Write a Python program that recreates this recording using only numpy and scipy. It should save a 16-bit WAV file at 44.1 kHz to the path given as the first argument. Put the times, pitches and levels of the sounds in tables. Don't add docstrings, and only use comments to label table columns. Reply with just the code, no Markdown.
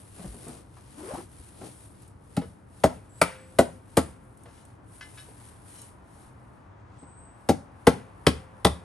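import sys
import numpy as np
from scipy import signal
from scipy.fft import rfft, irfft, next_fast_len
from scipy.io import wavfile
from scipy.ndimage import map_coordinates

SR = 44100
rng = np.random.default_rng(int(sys.argv[2]) if len(sys.argv) > 2 else 0)


def transcribe(signal):
    frames = np.atleast_2d(signal).T
    limited = np.clip(frames, -1, 1)
    pcm = np.round(limited * 32767).astype(np.int16)
    wavfile.write(sys.argv[1], SR, pcm)


N = 389830
NOW_S, AGE_S = np.arange(N) / SR, np.arange(SR) / SR

# t/s, level/dB
AIR_LEVELS = [(2.2, -66), (6.23, -61.5), (6.91, -60.5), (8.6, -58.5)]
# f/Hz, density/dB
RUMBLE_SPECTRUM = [(15, -55.5), (25, -26), (43, -6), (75, -5), (108, -0.5), (128, -2.5), (147, -12.5),
                   (179, -8), (236, -13), (275, -9.5), (401, -16.5), (584, -21), (700, -25.5), (910, -50.5),
                   (1540, -120)]
AIR_SPECTRUM = [(200, -25.5), (500, -1.5), (900, 4.5), (1400, -2), (2200, -12), (4000, -26.5), (8000, -34),
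                (14000, -51.5)]
# f/Hz, t60/s
ROOM_DECAY = [(80, 0.59), (250, 0.22), (1000, .3), (3000, 0.27), (10000, 0.33), (13500, 0.047)]
# f/Hz, left-right coherence
COHERENCE = [(60, 1), (150, .88), (380, 0.27), (950, 0.079), (2400, 0.28), (6000, 0.73), (10000, 0.48)]
# t/s, level/dB, f/Hz
WHISTLE_NOTES = [(3.1, -65, 7930), (3.16, -63, 8050), (3.39, -65.5, 8130), (6.99, -62.5, 8160),
                 (7.08, -62, 8310), (7.17, -59, 8330)]

# t/s, level/dB, half length/s, hiss over rustle/dB
BODY_MOVES = [(.02, -65, 0.11, 5.5), (.24, -62.5, 0.12, 5), (.41, -62, 0.11, 6), (.88, -65, 0.14, 1),
              (1.1, -55.5, 0.086, 3.5), (1.42, -63.5, 0.11, 4.5), (1.75, -63, 0.12, 6),
              (2.02, -67, 0.059, 2), (4.3, -81, .08, 10.5), (4.57, -68.5, 0.13, 1), (4.99, -66, 0.067, 7.5),
              (5.21, -60.5, 0.12, 4.5), (5.45, -65.5, 0.098, 4), (5.77, -60.5, 0.091, 6),
              (6.19, -68, 0.077, 5), (6.45, -84.5, 0.15, 7.5), (7.0, -72.5, 0.069, -13.5)]
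# t/s, level/dB, half length/s
SLEEVE_BRUSHES = [(0.23, -50, .05), (0.497, -47.5, 0.084), (1.075, -51.5, 0.094), (1.176, -46.5, 0.034),
                  (1.648, -47, 0.056), (5.828, -65, 0.12)]
# t/s, level/dB, rib rate/Hz
CLOTH_SLIDE = [(.93, -59, 176), (1.0, -38, 300), (1.04, -36.5, 340), (1.08, -34, 380), (1.11, -31, 560),
               (1.155, -33.5, 860), (1.19, -38, 840), (1.215, -47, 850), (1.24, -70, 580)]
# f/Hz, density/dB
RUSTLE_SPECTRUM = [(500, -17.5), (1500, 0), (3000, -3), (6500, -6.5), (9000, -9), (14000, -26)]
HISS_SPECTRUM = [(4000, -43), (7000, -9.5), (8800, 0.5), (11000, 3), (11900, -9.5), (12700, -34.5)]
SLEEVE_SPECTRUM = [(100, -14), (280, -0.5), (700, -5.5), (1500, -18), (3000, -18.5), (7000, -21.5),
                   (10000, -13), (14000, -30)]

# t/s, level/dB, half length/s
PALM_RUBS = [(4.575, -72, 0.072), (5.797, -58, 0.044), (6.197, -74, 0.089)]
# f/Hz, width/Hz, level/dB
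PALM_MODES = [(2980, 130, -1), (4000, 100, -1), (5590, 38, 5), (6580, 110, 1), (7400, 62, -3)]
# t/s, level/dB, rise/s, favoured f/Hz
RIM_CLINKS = [(2.415, -52.5, .002, 4400), (4.484, -60.5, 0.0035, 5230), (4.57, -63, .01, 3360),
              (5.008, -40.5, 0.0018, 1540), (5.025, -47, 0.0023, 1640), (5.171, -45.5, 0.0065, 3900),
              (5.181, -50, 0.0065, 2570)]
# t/s, level/dB
BAND_TICKS = [(0.481, -50), (2.019, -61), (2.077, -61.5), (4.372, -64), (4.434, -60), (4.651, -61),
              (5.816, -50.5)]
# t/s, level/dB, f/Hz, t60/s
SOFT_BUMPS = [(.191, -40.5, 172, 0.13), (.192, -50.5, 650, .04), (0.242, -36, 129, 0.056),
              (.268, -36, 45, 0.67), (0.34, -43.5, 167, 0.11), (.465, -37, 240, 0.34),
              (0.767, -54, 920, 0.049), (1.135, -36, 183, 0.042), (1.178, -37.5, 268, 0.086),
              (1.395, -43.5, 55, 0.063), (1.612, -39, 260, 0.15), (2.413, -39, 416, 0.069),
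              (4.455, -48.5, 620, 0.1), (5.285, -51.5, 480, 0.072), (7.025, -45, 218, 0.13)]

# f/Hz, level/dB, t60/s before extra damping
STAND_MODES = [(76, -1, 0.31), (112, -5, .12), (145, -1, 0.12)]
BOARD_MODES = [(172, 1, 0.13), (222, -6.5, 0.14), (253.1, 2.5, .11), (305, 1.5, 0.083),
               (318.2, -4.5, 0.056)]
CASTING_MODES = [(370, -7, 0.066), (459, -7, 0.087), (517, -2.5, 0.021), (571.3, -1, .06),
                 (645.7, -4.5, 0.064), (685, -1, 0.029), (784.4, -6.5, 0.069), (823, -6.5, 0.063)]
RIM_MODES = [(887, 1.5, .06), (968.6, 2, 0.062), (1081, -5, 0.11), (1199, 1, 0.072), (1316, -3, 0.14),
             (1371, -2, 0.09), (1518, -2.5, 0.058), (1695, -5.5, 0.039), (1962, -1, 0.063),
             (2125, -8.5, 0.091)]
CLINK_MODES = [(1520, 2.5, 0.08), (1725, 0, .15), (2051, -3, 0.21), (2610, -7, .16), (2960, -4.5, 0.22),
               (3400, -8, 0.13), (3820, -9.5, 0.24), (5300, -8, 0.2)]
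LOOSE_PART_MODES = [(2240, -5, .04), (2320, 2.5, 0.019), (2900, -2.5, 0.085), (2935, 4.5, .05),
                    (2990, 0, .035), (3370, -0.5, 0.023), (3804, -2, .05), (4060, -1, .04),
                    (4360, -11.5, .04), (5020, 1, 0.035), (5000, 0, 0.074), (5200, -9.5, 0.14)]
FREE_METAL_MODES = [(417, 2, 0.79), (522, -0.5, 1.5), (630, -6.5, 0.37), (907, 4.5, .3), (1370, -7.5, 0.85),
                    (1560, -2.5, .3), (2030, -5.5, .45), (2420, -10, 0.36), (3700, -12.5, 0.45)]
# f/Hz, density/dB
KNOCK_SPECTRUM = [(100, -18), (250, -1.5), (550, 2), (800, 1), (1200, -24)]
CRACK_SPECTRUM = [(500, -25), (950, 1), (1400, 1.5), (2100, -5.5), (3000, -23.5)]
CLACK_SPECTRUM = [(1000, -23), (2200, 0.5), (3400, -3), (4600, -3.5), (6500, -11.5), (9000, -24)]
TICK_SPECTRUM = [(3500, -28.5), (6500, -8), (8000, -1), (9400, 3), (11000, 2.5), (12200, -5),
                 (13200, -15.5), (16000, -23)]
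BUZZ_SPECTRUM = [(400, -23.5), (1000, 1.5), (2400, 2), (4000, -10.5), (7000, -17), (10000, -11.5),
                 (14000, -25)]
# t/s, level/dB; relative level/dB of thud, board, casting, rim, clack, tick;
# favoured f/Hz of board, casting, clack
MALLET_BLOWS = [(2.366, -11.5, -19, -10.5, -15.5, -21.5, -25.5, -28, 192, 795, 2430),
                (2.836, -2, -24, -17, -8.5, -17, -26.5, -32.5, 255, 654, 2830),
                (3.214, -3, -31, -24, -12, -11.5, -14.5, -19, 167, 643, 2520),
                (3.586, -1, -25.5, -15.5, -6, -18, -25, -25, 271, 650, 2650),
                (3.969, -1.5, -24, -16, -9.5, -17, -23, -20.5, 274, 462, 2926),
                (7.488, -7.5, -18.5, -7.5, -4.5, -18.5, -21, -24.5, 260, 580, 5350),
                (7.868, -1, -20.5, -16, -7, -14.5, -20.5, -24.5, 260, 457, 3404),
                (8.266, 1, -22, -19, -12.5, -18, -16.5, -26, 319, 430, 3160),
                (8.647, -2, -17.5, -13, -11.5, -15.5, -14, -21, 168, 410, 3680)]

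# f/Hz, gain/dB
PORT_GAIN = [(25, -11), (60, 0), (8000, -0.5), (9900, 4.5), (10230, -6.5), (10550, 6.5), (11500, -3.5),
             (12400, -10), (13800, -25), (15500, -23)]
# f/Hz, gain/dB
PORT_TILT = [(60, 1), (200, 1.5), (1000, 2.5), (2400, 1.4), (4400, 4), (8000, -0.5)]
# f/Hz, left lead/rad before side weights
PORT_LEAD = [(1500, 0), (2600, .9), (4500, .6), (6500, .3), (7600, .8), (8500, 0), (9500, -1.8),
             (10230, -np.pi), (11200, -4.2), (12000, -5.3), (13000, -6)]


def amp(db):
    return 10 ** (np.asarray(db) / 20)


def unit(x):
    return x / np.sqrt(np.mean(x ** 2) + 1e-20)


def burst(x):
    return x / np.sqrt(np.sum(x ** 2) / (.02 * SR) + 1e-20)


def along(points, hz):
    f, v = np.transpose(points)
    return np.interp(np.log(hz + 1), np.log(f + 1), v)


def curves(rows):
    t_s, *columns = np.transpose(rows)
    return [np.interp(NOW_S, t_s, column) for column in columns]


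def wobble(rate_hz):
    return map_coordinates(rng.standard_normal(int(N * rate_hz / SR) + 4), [NOW_S * rate_hz])


def filtered(x, response):
    n = x.shape[-1]
    padded = next_fast_len(n + 8192)
    return irfft(rfft(x, padded) * response(np.fft.rfftfreq(padded, 1 / SR)), padded)[..., :n]


def resonance(hz, centre_hz, width_hz):
    return 1j * hz * width_hz / (centre_hz ** 2 - hz ** 2 + 1j * hz * width_hz)


def coloured(x, spectrum):
    return unit(filtered(x, lambda hz: amp(along(spectrum, hz))))


def add(track, t_s, sound):
    part = track[..., max(round(t_s * SR), 0):][..., :sound.shape[-1]]
    part += sound[..., :part.shape[-1]]


def onset(age_s, rise_s):
    return 1 - np.exp(-(age_s / rise_s) ** 2)


def swell(rise_s, t60_s):
    return onset(AGE_S, rise_s) * amp(-60 * AGE_S / t60_s)


def stroke(t_s, db, half_s):
    return amp(db) * np.exp(-((NOW_S - t_s) / half_s) ** 2 / 2)


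def diffuse(size):
    angle = lambda hz: np.arccos(np.clip(along(COHERENCE, hz), -1, 1)) / 2
    noise = rng.standard_normal((2, size))
    mid, side = filtered(noise, lambda hz: np.array([np.cos(angle(hz)), np.sin(angle(hz))]))
    return np.array([mid + side, mid - side])


def in_room(sound, near_db, wet_db):
    echoes = np.zeros(SR)
    echoes[(rng.uniform(.003, .022, size=24) * SR).astype(int)] = rng.standard_normal(size=24)
    near = signal.fftconvolve(sound, echoes / np.linalg.norm(echoes))[:SR]
    hz, t_s, bands = signal.stft(diffuse(SR), SR, nperseg=256)
    decay = amp(-60 * t_s / along(ROOM_DECAY, hz)[:, None])
    tail = signal.istft(bands * decay, SR, nperseg=256)[1][:, :SR] * onset(AGE_S, .01)
    far = signal.fftconvolve(sound[None], tail / np.linalg.norm(tail[0]), axes=1)[:, :SR]
    side = filtered(near, lambda hz: .8j * hz / (hz + 500) / (1 + (hz / 5000) ** 2))
    return sound + amp(near_db) * np.array([near + side, near - side]) + amp(wet_db) * far


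def workshop():
    air_db, = curves(AIR_LEVELS)
    hum = amp(-65 + 2 * wobble(5)) * np.sin(2 * np.pi * 78 * NOW_S + .5 * wobble(15))
    rumble = amp(-51.5) * coloured(diffuse(N), RUMBLE_SPECTRUM)
    return rumble + hum + amp(air_db + 4.5) * coloured(diffuse(N), AIR_SPECTRUM)


def whistles():
    out = np.zeros((2, N))
    for t_s, db, hz in WHISTLE_NOTES:
        pitch_hz = hz * (1 - .25 * np.minimum(AGE_S, .12) + .02 * wobble(500)[:SR])
        note = np.sin(2 * np.pi * np.cumsum(pitch_hz) / SR) * swell(rise_s=.005, t60_s=.67)
        add(out, t_s - .01, in_room(amp(db + 3) * note, near_db=-1.5, wet_db=-1))
    return out


def sleeve_swings(lag_s=.035, half_s=.11, hiss_db=4, fade_db_per_s=1.7):
    first_s = MALLET_BLOWS[0][0]
    return [(t_s + lag_s, -63.5 + .33 * db - fade_db_per_s * (t_s - first_s), half_s, hiss_db)
            for t_s, db, *_ in MALLET_BLOWS]


def cloth_slide(grain):
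    db, rib_hz = curves(CLOTH_SLIDE)
    phase = 2 * np.pi * np.cumsum(rib_hz * (1 + .2 * wobble(500))) / SR
    buzz = unit((np.sin(phase) + .11 * np.sin(2 * phase)) * amp(4.2 * wobble(200)))
    scuff = amp(-7) * coloured(diffuse(N) * grain, AIR_SPECTRUM)
    sliding = (NOW_S > CLOTH_SLIDE[0][0]) & (NOW_S < CLOTH_SLIDE[-1][0])
    return amp(db - 6.5) * sliding * (buzz + scuff)


def clothes(rest_db=-82.5):
    rustle_power, hiss_power = amp(rest_db) ** 2, 0
    for t_s, db, half_s, hiss_db in list(BODY_MOVES) + sleeve_swings():
        power = stroke(t_s, db, half_s) ** 2
        rustle_power += power
        hiss_power += power * amp(hiss_db) ** 2
    grain = amp(1.3 * wobble(25) + 1.4 * wobble(300))
    friction = lambda spectrum: coloured(diffuse(N) * grain, spectrum)
    rustle = amp(2) * np.sqrt(rustle_power) * friction(RUSTLE_SPECTRUM)
    hiss = amp(1.1) * np.sqrt(hiss_power) * friction(HISS_SPECTRUM)
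    brushes = sum(stroke(*row) for row in SLEEVE_BRUSHES) * friction(SLEEVE_SPECTRUM)
    return rustle + hiss + brushes + cloth_slide(grain)


def palm():
    metal = lambda f: sum(amp(db) * resonance(f, hz, width_hz) for hz, width_hz, db in PALM_MODES)
    drag = diffuse(N) * amp(3.9 * wobble(120))
    return sum(stroke(*row) for row in PALM_RUBS) * unit(filtered(drag, metal))


def ring(modes, rise_s, delay_s=0, damping=1, favour_hz=1, favour_db=0):
    hz, db, t60_s = np.transpose(modes)[..., None]
    detune, phase_jitter, jitter_db = rng.standard_normal((3, len(modes), 1))
    age_s = np.maximum(AGE_S - delay_s, 0)
    nearness = np.exp(-(np.log(hz / favour_hz) / .15) ** 2)
    phase = .9 * phase_jitter + np.pi * np.arange(len(modes))[:, None] ** 2 / 2
    waves = np.sin(2 * np.pi * hz * (1 + .0087 * detune) * age_s + phase)
    gains = amp(db + favour_db * nearness + jitter_db - 60 * age_s * damping / t60_s)
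    return burst(np.sum(gains * waves, axis=0) * onset(age_s, rise_s))


def chatter(spectrum, rise_s, t60_s, spiky):
    contacts = rng.standard_normal(SR) * np.exp(spiky * rng.standard_normal(SR))
    return burst(coloured(contacts, spectrum) * swell(rise_s, t60_s))


def handling():
    out = np.zeros((2, N))
    for t_s, db, rise_s, pitch_hz in RIM_CLINKS:
        clink = ring(CLINK_MODES, rise_s, favour_hz=pitch_hz, favour_db=7)
        clink += amp(-4.5) * chatter(CLACK_SPECTRUM, rise_s, t60_s=.07, spiky=.55)
        clink += amp(-5.5) * chatter(CRACK_SPECTRUM, rise_s, t60_s=.054, spiky=.5)
        add(out, t_s, in_room(amp(db - 5.5) * clink, near_db=-8.5, wet_db=-10.5))
    for t_s, db in BAND_TICKS:
        tick = chatter(TICK_SPECTRUM, rise_s=.00091, t60_s=.031, spiky=.71)
        add(out, t_s, in_room(amp(db) * tick, near_db=-24, wet_db=-9.5))
    for t_s, db, centre_hz, t60_s in SOFT_BUMPS:
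        dull = lambda hz: resonance(hz, centre_hz, centre_hz / 2) / (1 + .2j * hz / centre_hz)
        bump = burst(filtered(rng.standard_normal(SR), dull) * swell(.0023, t60_s))
        add(out, t_s, in_room(amp(db - 2.5) * bump, near_db=-5, wet_db=-11))
    return out


def thud(delay_s, width_s):
    u = (AGE_S - delay_s) / width_s
    push = burst((2 * u ** 2 - 1) * np.exp(-u ** 2))
    return push + amp(-10) * ring(STAND_MODES, rise_s=.012, delay_s=.0041)


def rattle(pitch_hz, snap_share):
    contacts = chatter(CLACK_SPECTRUM, rise_s=.0024, t60_s=.02, spiky=.6)
    snap = burst(filtered(contacts, lambda hz: 1 + amp(2) * resonance(hz, pitch_hz, width_hz=600)))
    rest = chatter(CLACK_SPECTRUM, rise_s=.00092, t60_s=.091, spiky=.39)
    return burst(np.sqrt(snap_share) * snap + np.sqrt(1 - snap_share) * rest)


def mallet():
    out = np.zeros((2, N))
    for (t_s, db, thud_db, board_db, casting_db, rim_db, clack_db, tick_db,
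         board_hz, casting_hz, clack_hz) in MALLET_BLOWS:
        snap_share = np.clip((db + clack_db + 32.5) / 18, .05, .9)
        lag_s = .0035 * (1 - snap_share)
        blow = amp(thud_db + 1.04) * thud(delay_s=.01281 + lag_s, width_s=.0026)
        blow += amp(board_db + .2) * ring(BOARD_MODES, rise_s=.005, delay_s=.001 + lag_s,
                                          damping=1.4, favour_hz=board_hz, favour_db=5.5)
        blow += amp(casting_db - 4) * ring(CASTING_MODES, rise_s=.0035, delay_s=lag_s,
                                           damping=1.7, favour_hz=casting_hz, favour_db=8)
        blow += amp(casting_db - 10) * chatter(KNOCK_SPECTRUM, rise_s=.0041, t60_s=.078, spiky=.41)
        blow += amp(rim_db - 7) * ring(RIM_MODES, rise_s=.0017, damping=1.3)
        blow += amp(rim_db - 7) * chatter(CRACK_SPECTRUM, rise_s=.0022, t60_s=.054, spiky=.44)
        blow += amp(clack_db - 4.5) * rattle(clack_hz, snap_share)
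        blow += amp(clack_db - 15) * ring(LOOSE_PART_MODES, rise_s=.0016, damping=2)
        blow += amp(tick_db - 3) * chatter(TICK_SPECTRUM, rise_s=.0011, t60_s=.055, spiky=.76)
        free_db = rim_db + .59 * (rim_db - board_db)
        blow += amp(free_db - 25.5) * ring(FREE_METAL_MODES, rise_s=.003)
        blow += amp(free_db - 27.5) * chatter(BUZZ_SPECTRUM, rise_s=.0038, t60_s=.61, spiky=.34)
        add(out, t_s, in_room(amp(db - 1.41) * blow, near_db=-10, wet_db=-16))
    return out


def scene():
    return mallet() + handling() + palm() + whistles() + workshop() + clothes() * amp([[1], [-1]])


def record(dry):
    def port(hz, side):
        gain = amp(along(PORT_GAIN, hz) + side * along(PORT_TILT, hz))
        return gain * np.exp(1j * side * along(PORT_LEAD, hz))

    ceiling, top_hz = .95, 15700
    stereo = filtered(dry, lambda hz: np.array([port(hz, side=.48), port(hz, side=-.6)]))
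    rounded = stereo / (1 + np.abs(stereo / ceiling) ** 6) ** (1 / 6)
    return filtered(rounded, lambda hz: 1 / (1 + (hz / top_hz) ** 60))


dry = scene()
out = record(dry)
transcribe(out)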